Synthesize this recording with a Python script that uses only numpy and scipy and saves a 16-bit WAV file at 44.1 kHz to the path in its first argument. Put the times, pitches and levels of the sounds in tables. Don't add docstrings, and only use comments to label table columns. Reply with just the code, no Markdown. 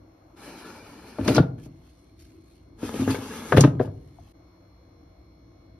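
import sys
import numpy as np
from scipy import signal
from scipy.fft import rfft, irfft, next_fast_len
from scipy.io import wavfile
from scipy.ndimage import uniform_filter1d, map_coordinates

SR = 44100
rng = np.random.default_rng(int(sys.argv[2]) if len(sys.argv) > 2 else 0)


def pcm_store(signal):
    levels = np.round(np.clip(np.atleast_2d(signal), -1, 1) * 32767)
    wavfile.write(sys.argv[1], SR, levels.astype(np.int16).T)


N = 255339

# frequency_hz, density_db (per Hz)
FRICTION_SPECTRUM = [(400, -42), (1500, 4), (3000, 6.5), (5000, 4), (6500, 4.5), (8000, 4.5), (9500, 0.5),
                     (12000, -1.5), (14000, -5.5), (16000, -3.5)]


def amp(db):
    return 10 ** (np.asarray(db) / 20)


def unit(x):
    return x / np.sqrt(np.mean(x ** 2) + 1e-20)


def along(points, hz):
    f, v = np.transpose(points)
    return np.interp(np.log(hz + 1), np.log(f + 1), v)


def curves(rows):
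    s, *columns = np.transpose(rows)
    t = np.arange(N) / SR
    return [np.interp(t, s, column, left=-150, right=-150) for column in columns]


def swells(rows):
    t = np.arange(N) / SR
    power = 0
    for peak_s, db, rise, fall in rows:
        drop_db = 20 * np.where(t < peak_s, (peak_s - t) / rise, (t - peak_s) / fall)
        power = power + amp(db - drop_db) ** 2
    return np.sqrt(power)


def wobble(rate):
    knots = rng.standard_normal(int(N * rate / SR) + 4)
    return map_coordinates(knots, [np.arange(N) * rate / SR])


def filtered(x, response):
    m = next_fast_len(N + SR // 2)
    return irfft(rfft(x, m) * response(np.fft.rfftfreq(m, 1 / SR)), m)[..., :N]


def spectrum(points):
    return lambda hz: amp(along(points, hz))


def resonances(modes):
    def response(f):
        total = 0
        for k, (centre, width, db) in enumerate(modes):
            mode = 1j * f * width / (centre * centre - f * f + 1j * f * width)
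            total = total + (-1) ** k * amp(db) * mode
        return total
    return response


def noise(response, grain_db, patchy_db):
    rough = rng.standard_normal((2, N)) * amp(grain_db * wobble(300))
    z = signal.stft(rough, nperseg=512)[2]
    field = uniform_filter1d(rng.standard_normal(z.shape[1:]), size=2, axis=0)
    field = uniform_filter1d(field, size=12, axis=1)
    patchy = signal.istft(z * amp(patchy_db * unit(field)), nperseg=512)[1][:, :N]
    return unit(filtered(patchy, response))


def burst(t, low_hz, high_hz, t60):
    b, a = signal.butter(2, [low_hz, high_hz], "bandpass", fs=SR)
    band = signal.lfilter(b, a, rng.standard_normal((2, len(t))))
    return band * amp(-60 * t / t60) * (1 - np.exp(-t / 0.00024))


def bumps():
    # start_s, knock_db, knock_pitch_hz, boom_db, clack_db, clack_pitch_hz, crack_db
    contacts = [(1.185, -32, 520, -18, -1, 790, -21.5), (1.193, -23, 281.7, -2, -27.5, 1505, -17),
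                (1.211, -26.5, 296.8, 1, -20, 1600, -7.5), (1.261, -27, 297, -7.5, -11, 773, -8.5),
                (1.278, -18.5, 229, -8.5, -8.5, 1710, 5), (1.284, -12, 260.7, -10, -7, 701, -6.5),
                (1.289, -12.5, 332.6, -3.5, -16, 620, -4), (1.297, -17, 301.7, -4.5, -23, 788, -17.5),
                (1.304, -17, 339.6, -8, -11.5, 700, -16.5), (1.315, -21.5, 281.6, -6, -18, 700, -12.5),
                (1.332, -22, 296.5, -11.5, -19.5, 700, -18), (1.348, -26.5, 282.4, -12.5, -32.5, 1920, 9.5),
                (1.365, -17.5, 311.6, -6, -8.5, 782, 4.5), (1.371, -20, 279, -3, -23, 700, 0.5),
                (1.38, -16.5, 496, -7.5, 0, 1001, -2), (1.388, -14.5, 295.7, -3.5, -25, 1300, -10.5),
                (1.4, -8.5, 289.4, 2.5, -21, 798, -38), (1.427, -32, 240.6, 8.5, -5, 860, -15),
                (1.581, -50.5, 289, -7, -7.5, 1390, -3.5), (1.661, -39.5, 274, -9.5, -16.5, 705, -19),
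                (2.831, -22, 316.5, -13.5, -26.5, 1154, -24), (2.942, -26, 376.4, -12.5, -30.5, 874, -7),
                (2.996, -24, 239.4, -2, -25, 1363, -12), (3.007, -33, 260, -7.5, -22, 900, -13),
                (3.019, -20, 272.5, -19.5, -23.5, 922, -18), (3.027, -25.5, 269.7, -11.5, -22, 900, -15),
                (3.077, -15, 324.4, -6.5, -13.5, 1174, -27), (3.088, -25, 280.6, -7.5, -13, 1400, -20),
                (3.096, -24, 260, -5.5, -18, 1300, -19), (3.103, -32.5, 270, -1, -11.5, 1206, 4),
                (3.145, -28.5, 484.5, -7.5, -7.5, 1300, -1), (3.186, -32, 262, -14.5, -16.5, 638, -24),
                (3.51, -35.5, 240.2, -12, -22.5, 655, -16.5), (3.522, -17.5, 431.6, -11.5, 2.5, 1230, -9),
                (3.532, -21.5, 481.5, 3, -7.5, 620, -20.5), (3.545, -19.5, 270, 2.5, -17.5, 693, -12.5),
                (3.566, -25, 301, -10.5, -1.5, 1900, 0), (3.571, -7, 339, -3, -5, 900, -3.5),
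                (3.581, 0.5, 389.2, 1.5, -13, 610, -10.5), (3.594, -14, 430, -8.5, -16, 653, -22),
                (3.608, -15, 230.7, 6.5, -16.5, 700, 12.5), (3.634, -22.5, 312.4, -1, -7, 1233, -10),
                (3.639, -8.5, 288.8, 1, -8, 1200, -9.5), (3.646, -6.5, 256.6, -2.5, -6, 884, -13.5),
                (3.6524, -9, 269.4, -4.5, -15.5, 620, -20.5), (3.674, -19.5, 236.8, 1.5, -13.5, 700, -19.5),
                (3.75, -31.5, 236.4, 3.5, -21.5, 654, -15), (3.796, -36, 399, -6, -3.5, 1550, -3),
                (3.8, -17, 403.7, -4, -24, 694, -30), (3.8029, -12, 392.5, -11.5, -25.5, 697, -32),
                (3.811, -13, 377.6, -13.5, -11.5, 740, -38), (3.847, -37, 237.3, 8, -6.5, 843, -9.5),
                (3.874, -36.5, 238.6, 10.5, -10.5, 820, -33.5), (3.893, -44, 235, 6, -6, 628, -33)]
    # frequency_hz, level_db, t60_s (at damping 1)
    housing = [(58, 0.5, 0.26), (75, 2.5, 0.42), (98.8, -1, 0.26), (133.4, 5.5, 0.24), (171.9, -4.5, 0.55),
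               (235, 2.5, 0.041), (268.9, 5, 0.1), (309.5, 2.5, 0.075), (408.4, 3, 0.084), (468, 1, 0.096),
               (509, -5.5, 0.28), (602, 7.5, 0.087), (800, 3.5, 0.015), (883, 4, 0.034),
               (1220, -2.5, 0.077), (1240, -11.5, 0.048), (1480, -3, 0.059), (1580, -1, 0.065),
               (1707, -5.5, 0.14), (2020, -6.5, 0.057)]
    # time_s, pitch_hz
    cavity = [(1.2, 90), (1.37, 136), (1.6, 138), (2.8, 105.5), (3.15, 109.5), (3.5, 140), (3.68, 134),
              (3.81, 125), (3.87, 105.6)]
    soft_db, base_damping, damping_per_db = -20.5, 0.85, 0.2053
    dull_crack_hz, dull_db, snap_db_per_octave = 2830, -4, 15
    rattle_db = 12
    scatter_db, detune = 1.5, .004

    out, t = np.zeros((2, N + SR)), np.arange(SR // 3) / SR
    hz, mode_db, t60 = np.transpose(housing)[:, :, None]
    alternating = (-1.) ** np.arange(len(hz))[:, None]
    sign = np.where((hz > 200) & (hz < 550), -1, alternating)
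    build = sign * (1 - np.exp(-t * hz / 0.41))

    def near(centre_hz, fall_db):
        return -fall_db * np.log2(hz / centre_hz) ** 2

    for s, knock_db, knock_hz, boom_db, clack_db, clack_hz, crack_db in contacts:
        boom_hz = np.interp(s, *np.transpose(cavity))
        crack_hz = dull_crack_hz * 2 ** (max(crack_db - dull_db, 0) / snap_db_per_octave)
        damping = base_damping + damping_per_db * max(knock_db - soft_db, 0)
        boom = boom_db + near(boom_hz, 75)
        knock = near(knock_hz, 46)
        clack = clack_db + near(clack_hz, 18.0)
        part_db = np.where(hz < 200, boom, np.where(hz < 550, knock, clack))[:, 0]
        spread_hz = hz * (1 + detune * rng.standard_normal(hz.shape))
        swing = build * np.sin(2 * np.pi * spread_hz * t)
        ring = swing * amp(mode_db - 60 * t * damping / t60)
        body = amp(part_db + scatter_db * rng.standard_normal((2, len(hz)))) @ ring
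        crack = amp(crack_db) * burst(t, crack_hz / 1.25, crack_hz * 1.34, 0.032)
        rattle = amp(clack_db + rattle_db) * burst(t, clack_hz / 2.2, clack_hz * 1.27, 0.1 / damping)
        start = round(s * SR)
        out[:, start:start + len(t)] += amp(knock_db) * (body + crack + rattle)
    return out[:, :N]


def chirps():
    # start_s, level_db, pitch_hz, t60_s, bend_octaves
    short_tones = [(1.323, -34, 3960, 0.028, 0), (1.355, -30.5, 3900, .022, 0),
                   (1.37, -29, 4570, .03, -0.13), (1.38, -8.5, 626, .035, 0.34),
                   (1.38, -9.5, 1420, 0.027, -0.11), (1.388, -16, 1490, 0.02, -0.058),
                   (3.026, -39, 3570, .04, 0.12), (3.04, -39.5, 2780, 0.093, -0.15),
                   (3.109, -29.5, 4630, 0.04, 0.066), (3.114, -29, 2660, 0.028, -0.29),
                   (3.125, -31, 2620, .025, -0.27), (3.133, -37, 2650, .025, 0.11),
                   (3.143, -36, 3500, .03, 0), (3.151, -30, 2215, 0.044, 0),
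                   (3.523, -15.5, 935, 0.033, 0.1), (3.573, -15, 1800, .03, 0.091),
                   (3.577, -26.5, 4050, .018, 0), (3.609, -30, 2917, 0.034, 0),
                   (3.795, -29, 1630, 0.031, -0.21), (3.856, -48.5, 2940, 0.025, -0.14),
                   (4.186, -38.5, 674, 0.041, 0.7), (4.271, -55.5, 820, 0.048, -.2)]
    rise_s, bend_s = 0.0013, 0.0015
    out, t = np.zeros(N + SR), np.arange(SR // 8) / SR
    for s, db, hz, t60, bend in short_tones:
        cycles = np.cumsum(hz * 2 ** (bend * np.exp(-t / bend_s))) / SR
        envelope = amp(db - 60 * t / t60) * (1 - np.exp(-t / rise_s))
        start = round(s * SR)
        out[start:start + len(t)] += envelope * np.sin(2 * np.pi * cycles)
    return out[:N]


def slides():
    # time_s, hiss_db
    glides = [
        [(0.34, -95), (0.372, -61.5), (0.41, -58), (0.47, -53.5), (0.6, -54), (0.7, -52.5), (0.826, -58),
         (1.24, -56.5), (1.39, -53), (1.44, -81)],
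        [(2.76, -84.5), (2.795, -58), (2.842, -47), (2.99, -45), (3.056, -47.5), (3.236, -47), (3.32, -43.5),
         (3.566, -46.5), (3.656, -53.5), (3.72, -73)],
    ]
    # peak_s, hiss_db, rise_s, fall_s (per 20 dB)
    catches = [
        [(1.252, -43.5, 0.02, 0.045), (1.282, -33, 0.016, 0.1), (1.358, -30.5, 0.028, 0.033)],
        [(3.014, -40.5, .08, .07), (3.108, -37, .04, 0.088), (3.15, -44, .04, 0.16), (3.574, -28, .012, 0.03),
         (3.612, -31.5, .04, 0.046)],
    ]
    # level_db, one for each drawer
    glide_body_db = [8, 6.5]
    # frequency_hz, width_hz, level_db
    baskets = [
        [(103, 42, -12), (240, 82, 1), (438.5, 270, -3), (657, 370, -6), (876, 150, -5), (1374, 170, -9.5),
         (1753, 120, -12.5), (2350, 170, -12.5), (2960, 18, -13), (4150, 200, -17.5), (5220, 200, -21)],
        [(110, 150, -8), (243, 26, 5.5), (443, 63, -2.5), (640, 295.5, -12.5), (844, 150, -8), (1287, 180, -12),
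         (1670, 110, -14.5), (2160, 44, -16.5), (2637, 130, -21), (3460, 140, -25), (6600, 480, -28.5)],
    ]
    grind_body_db = 7
    slips_per_s, slip_db = 300, -7.5

    out = np.zeros((2, N))
    for rows, grinds, body_db, basket in zip(glides, catches, glide_body_db, baskets):
        glide, grind = amp(curves(rows)[0]), swells(grinds)
        drag_db = 0.72 * wobble(25)
        hiss = noise(spectrum(FRICTION_SPECTRUM), grain_db=-0.5, patchy_db=2.5)
        out += np.hypot(glide, grind) * amp(2.0 * drag_db) * hiss
        body_gain = np.hypot(amp(body_db) * glide, amp(grind_body_db) * grind)
        out += body_gain * amp(drag_db) * noise(resonances(basket), grain_db=0.0, patchy_db=2.27)
        moments = rng.random(N) < slips_per_s / SR
        strength = rng.choice([-1, 1], size=N) * amp(2.7 * rng.exponential(size=N))
        slips = unit(filtered(moments * strength, resonances(basket)))
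        out += amp(slip_db + body_db) * glide * slips
    return out


def brushes():
    # peak_s, level_db, rise_s, fall_s (per 20 dB)
    strokes = [(1.585, -65, 0.015, 0.19), (1.654, -56.5, .06, 0.032), (1.9, -67.5, 0.46, .6),
               (2.202, -58.5, .035, 0.24), (2.522, -66, 0.21, .2), (3.828, -52.5, .04, 0.0467),
               (3.858, -56.5, 0.0085, 0.025), (4.318, -67.5, 1.3, 0.012)]
    return swells(strokes) * noise(spectrum(FRICTION_SPECTRUM), grain_db=-2.5, patchy_db=3.5)


def kitchen(x):
    # frequency_hz, t60_s, echo_db
    room = np.array([(100, 1, -2), (400, 0.61, -0.5), (1489, 0.27, 3), (4000, 0.17, 3.5),
                     (9750, 0.26, -8.5)])
    hz, t, z = signal.stft(rng.standard_normal((2, SR)), SR, nperseg=256)
    t60 = along(room[:, [0, 1]], hz)[:, None]
    echo_db = along(room[:, [0, 2]], hz)[:, None]
    decay = amp(echo_db - 60 * t / t60) / np.sqrt(t60 * SR / 28)
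    tail = signal.istft(z * decay, SR, nperseg=256)[1]
    delayed = np.pad(x, ((0, 0), (300, 0)))
    return signal.fftconvolve(delayed, tail, axes=1)[:, :N]


def fridge():
    multiples = [1, 3, 8, 11, 18, 35, 36, 37, 39, 43, 49, 50, 57, 58, 63, 69, 70, 71, 72, 73, 74, 76, 81,
                 84, 88, 90, 91, 100, 103]
    tone_db = [-57, -65, -71, -72.5, -78.5, -82, -84, -78.5, -83, -93.5, -92, -90.5, -85.5, -86, -87, -87.5,
               -87, -76.5, -76, -97.5, -94.5, -90.5, -92, -94, -87.5, -87, -83.5, -91.5, -86.5]
    # frequency_hz, level_db
    cabinet = [(96.9, -63.5), (285.3, -70.5)]
    # time_s, level_db
    wavering = [(0, -2.5), (1.9, 0.5), (2.3, -1.5), (2.8, 0), (4.4, 1.34)]
    motor_hz = 59.19
    t = np.arange(N) / SR
    tones = [(k * motor_hz, db) for k, db in zip(multiples, tone_db)] + list(cabinet)
    phases = rng.uniform(0, 2 * np.pi, (len(tones), 2, 1))
    hum = np.zeros((2, N))
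    for (hz, db), phase in zip(tones, phases):
        gain = amp(db + 1.7 * wobble(8.0))
        wander = hz / 4000 * wobble(30)
        hum += gain * np.sin(2 * np.pi * hz * t + phase + wander)
    return hum * amp(np.interp(t, *np.transpose(wavering)))


def background():
    # time_s, rumble_db, murmur_db
    air = [(0, -52.5, -62.5), (.35, -54, -61), (1.7, -52, -65.5), (2.2, -53, -68.5), (2.7, -53, -66.5),
           (4, -51.5, -66), (4.32, -53, -63.5), (4.5, -54, -63.5), (5.79, -53, -65.5)]
    # frequency_hz, density_db (per Hz)
    rumble_spectrum = [(12, -43), (20, -28.5), (49, -6.5), (102, -6.5), (145, -15.5), (183, -24.5),
                       (329, -8), (400, -23), (450, -33), (580, -48.5), (990, -120)]
    # frequency_hz, density_db (per Hz)
    murmur_spectrum = [(300, -32.5), (500, 2.5), (700, 1.5), (900, -4.5), (1100, -2.5), (1600, -12.5),
                       (2500, -20), (4200, -29), (6500, -23.5), (9000, -37), (12000, -27), (16000, -41)]
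    # time_s, fall_s, return_s
    dips = [(0.356, 0.002, 0.005), (4.327, 0.0022, 0.0125)]
    t = np.arange(N) / SR
    rumble_db, murmur_db = curves(air)
    rumble = noise(spectrum(rumble_spectrum), grain_db=-0.36, patchy_db=2.5)
    rumble *= amp(rumble_db + 1.2 * wobble(6))
    murmur = noise(spectrum(murmur_spectrum), grain_db=0.5, patchy_db=1.4)
    murmur *= amp(murmur_db + 0.28 * wobble(6.8))
    gate = np.ones(N)
    for s, fall, back in dips:
        gate *= 1 - np.exp(-((t - s) / np.where(t < s, fall, back)) ** 2)
    return gate * (rumble + murmur + fridge())


def ports(pair, alike):
    def mix(hz):
        turn = np.arccos(np.clip(along(alike, hz), 0, 1)) / 2
        return np.array([np.cos(turn), np.sin(turn)])
    both, apart = filtered(pair, mix)
    return np.array([both + apart, both - apart])


def scene():
    # frequency_hz, likeness (1 = identical)
    near_likeness = [(300, 1), (700, 0.86), (2000, 0.93), (3000, 0.2), (5300, 0.05), (6900, 0.98),
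                     (16000, 1)]
    # frequency_hz, likeness (1 = identical)
    far_likeness = [(100, 1), (300, 0.94), (600, 0.067), (2500, 0.11), (5300, 0.13), (6900, 1), (16000, 1)]
    drawers = bumps() + chirps() + slides()
    close = ports(drawers + brushes(), near_likeness)
    around = ports(amp(-17) * kitchen(drawers) + background(), far_likeness)
    return close + around


def record(dry):
    # frequency_hz, level_db
    louder_left = [(60, .3), (300, 1.1), (700, 3.5), (1300, 3), (2400, 0), (16000, 0)]
    # frequency_hz, lead_half_cycles
    treble_phase = [(5200, 0), (7000, 1), (8200, 1), (10200, 2), (12000, 2), (13400, 3), (15500, 3)]
    top_hz, bass_cut_hz = 15750, 30

    def response(hz):
        half = amp(along(louder_left, hz) / 2) * np.exp(.5j * np.pi * along(treble_phase, hz))
        bass_cut = (1j * hz / (bass_cut_hz + 1j * hz)) ** 2
        return np.array([half, 1 / half]) * bass_cut

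    heard = filtered(dry, response)
    squeezed = heard / (1 + np.abs(heard / .95) ** 6) ** (1 / 6)
    return filtered(squeezed, lambda hz: hz < top_hz)


dry = scene()
out = record(dry)
pcm_store(out)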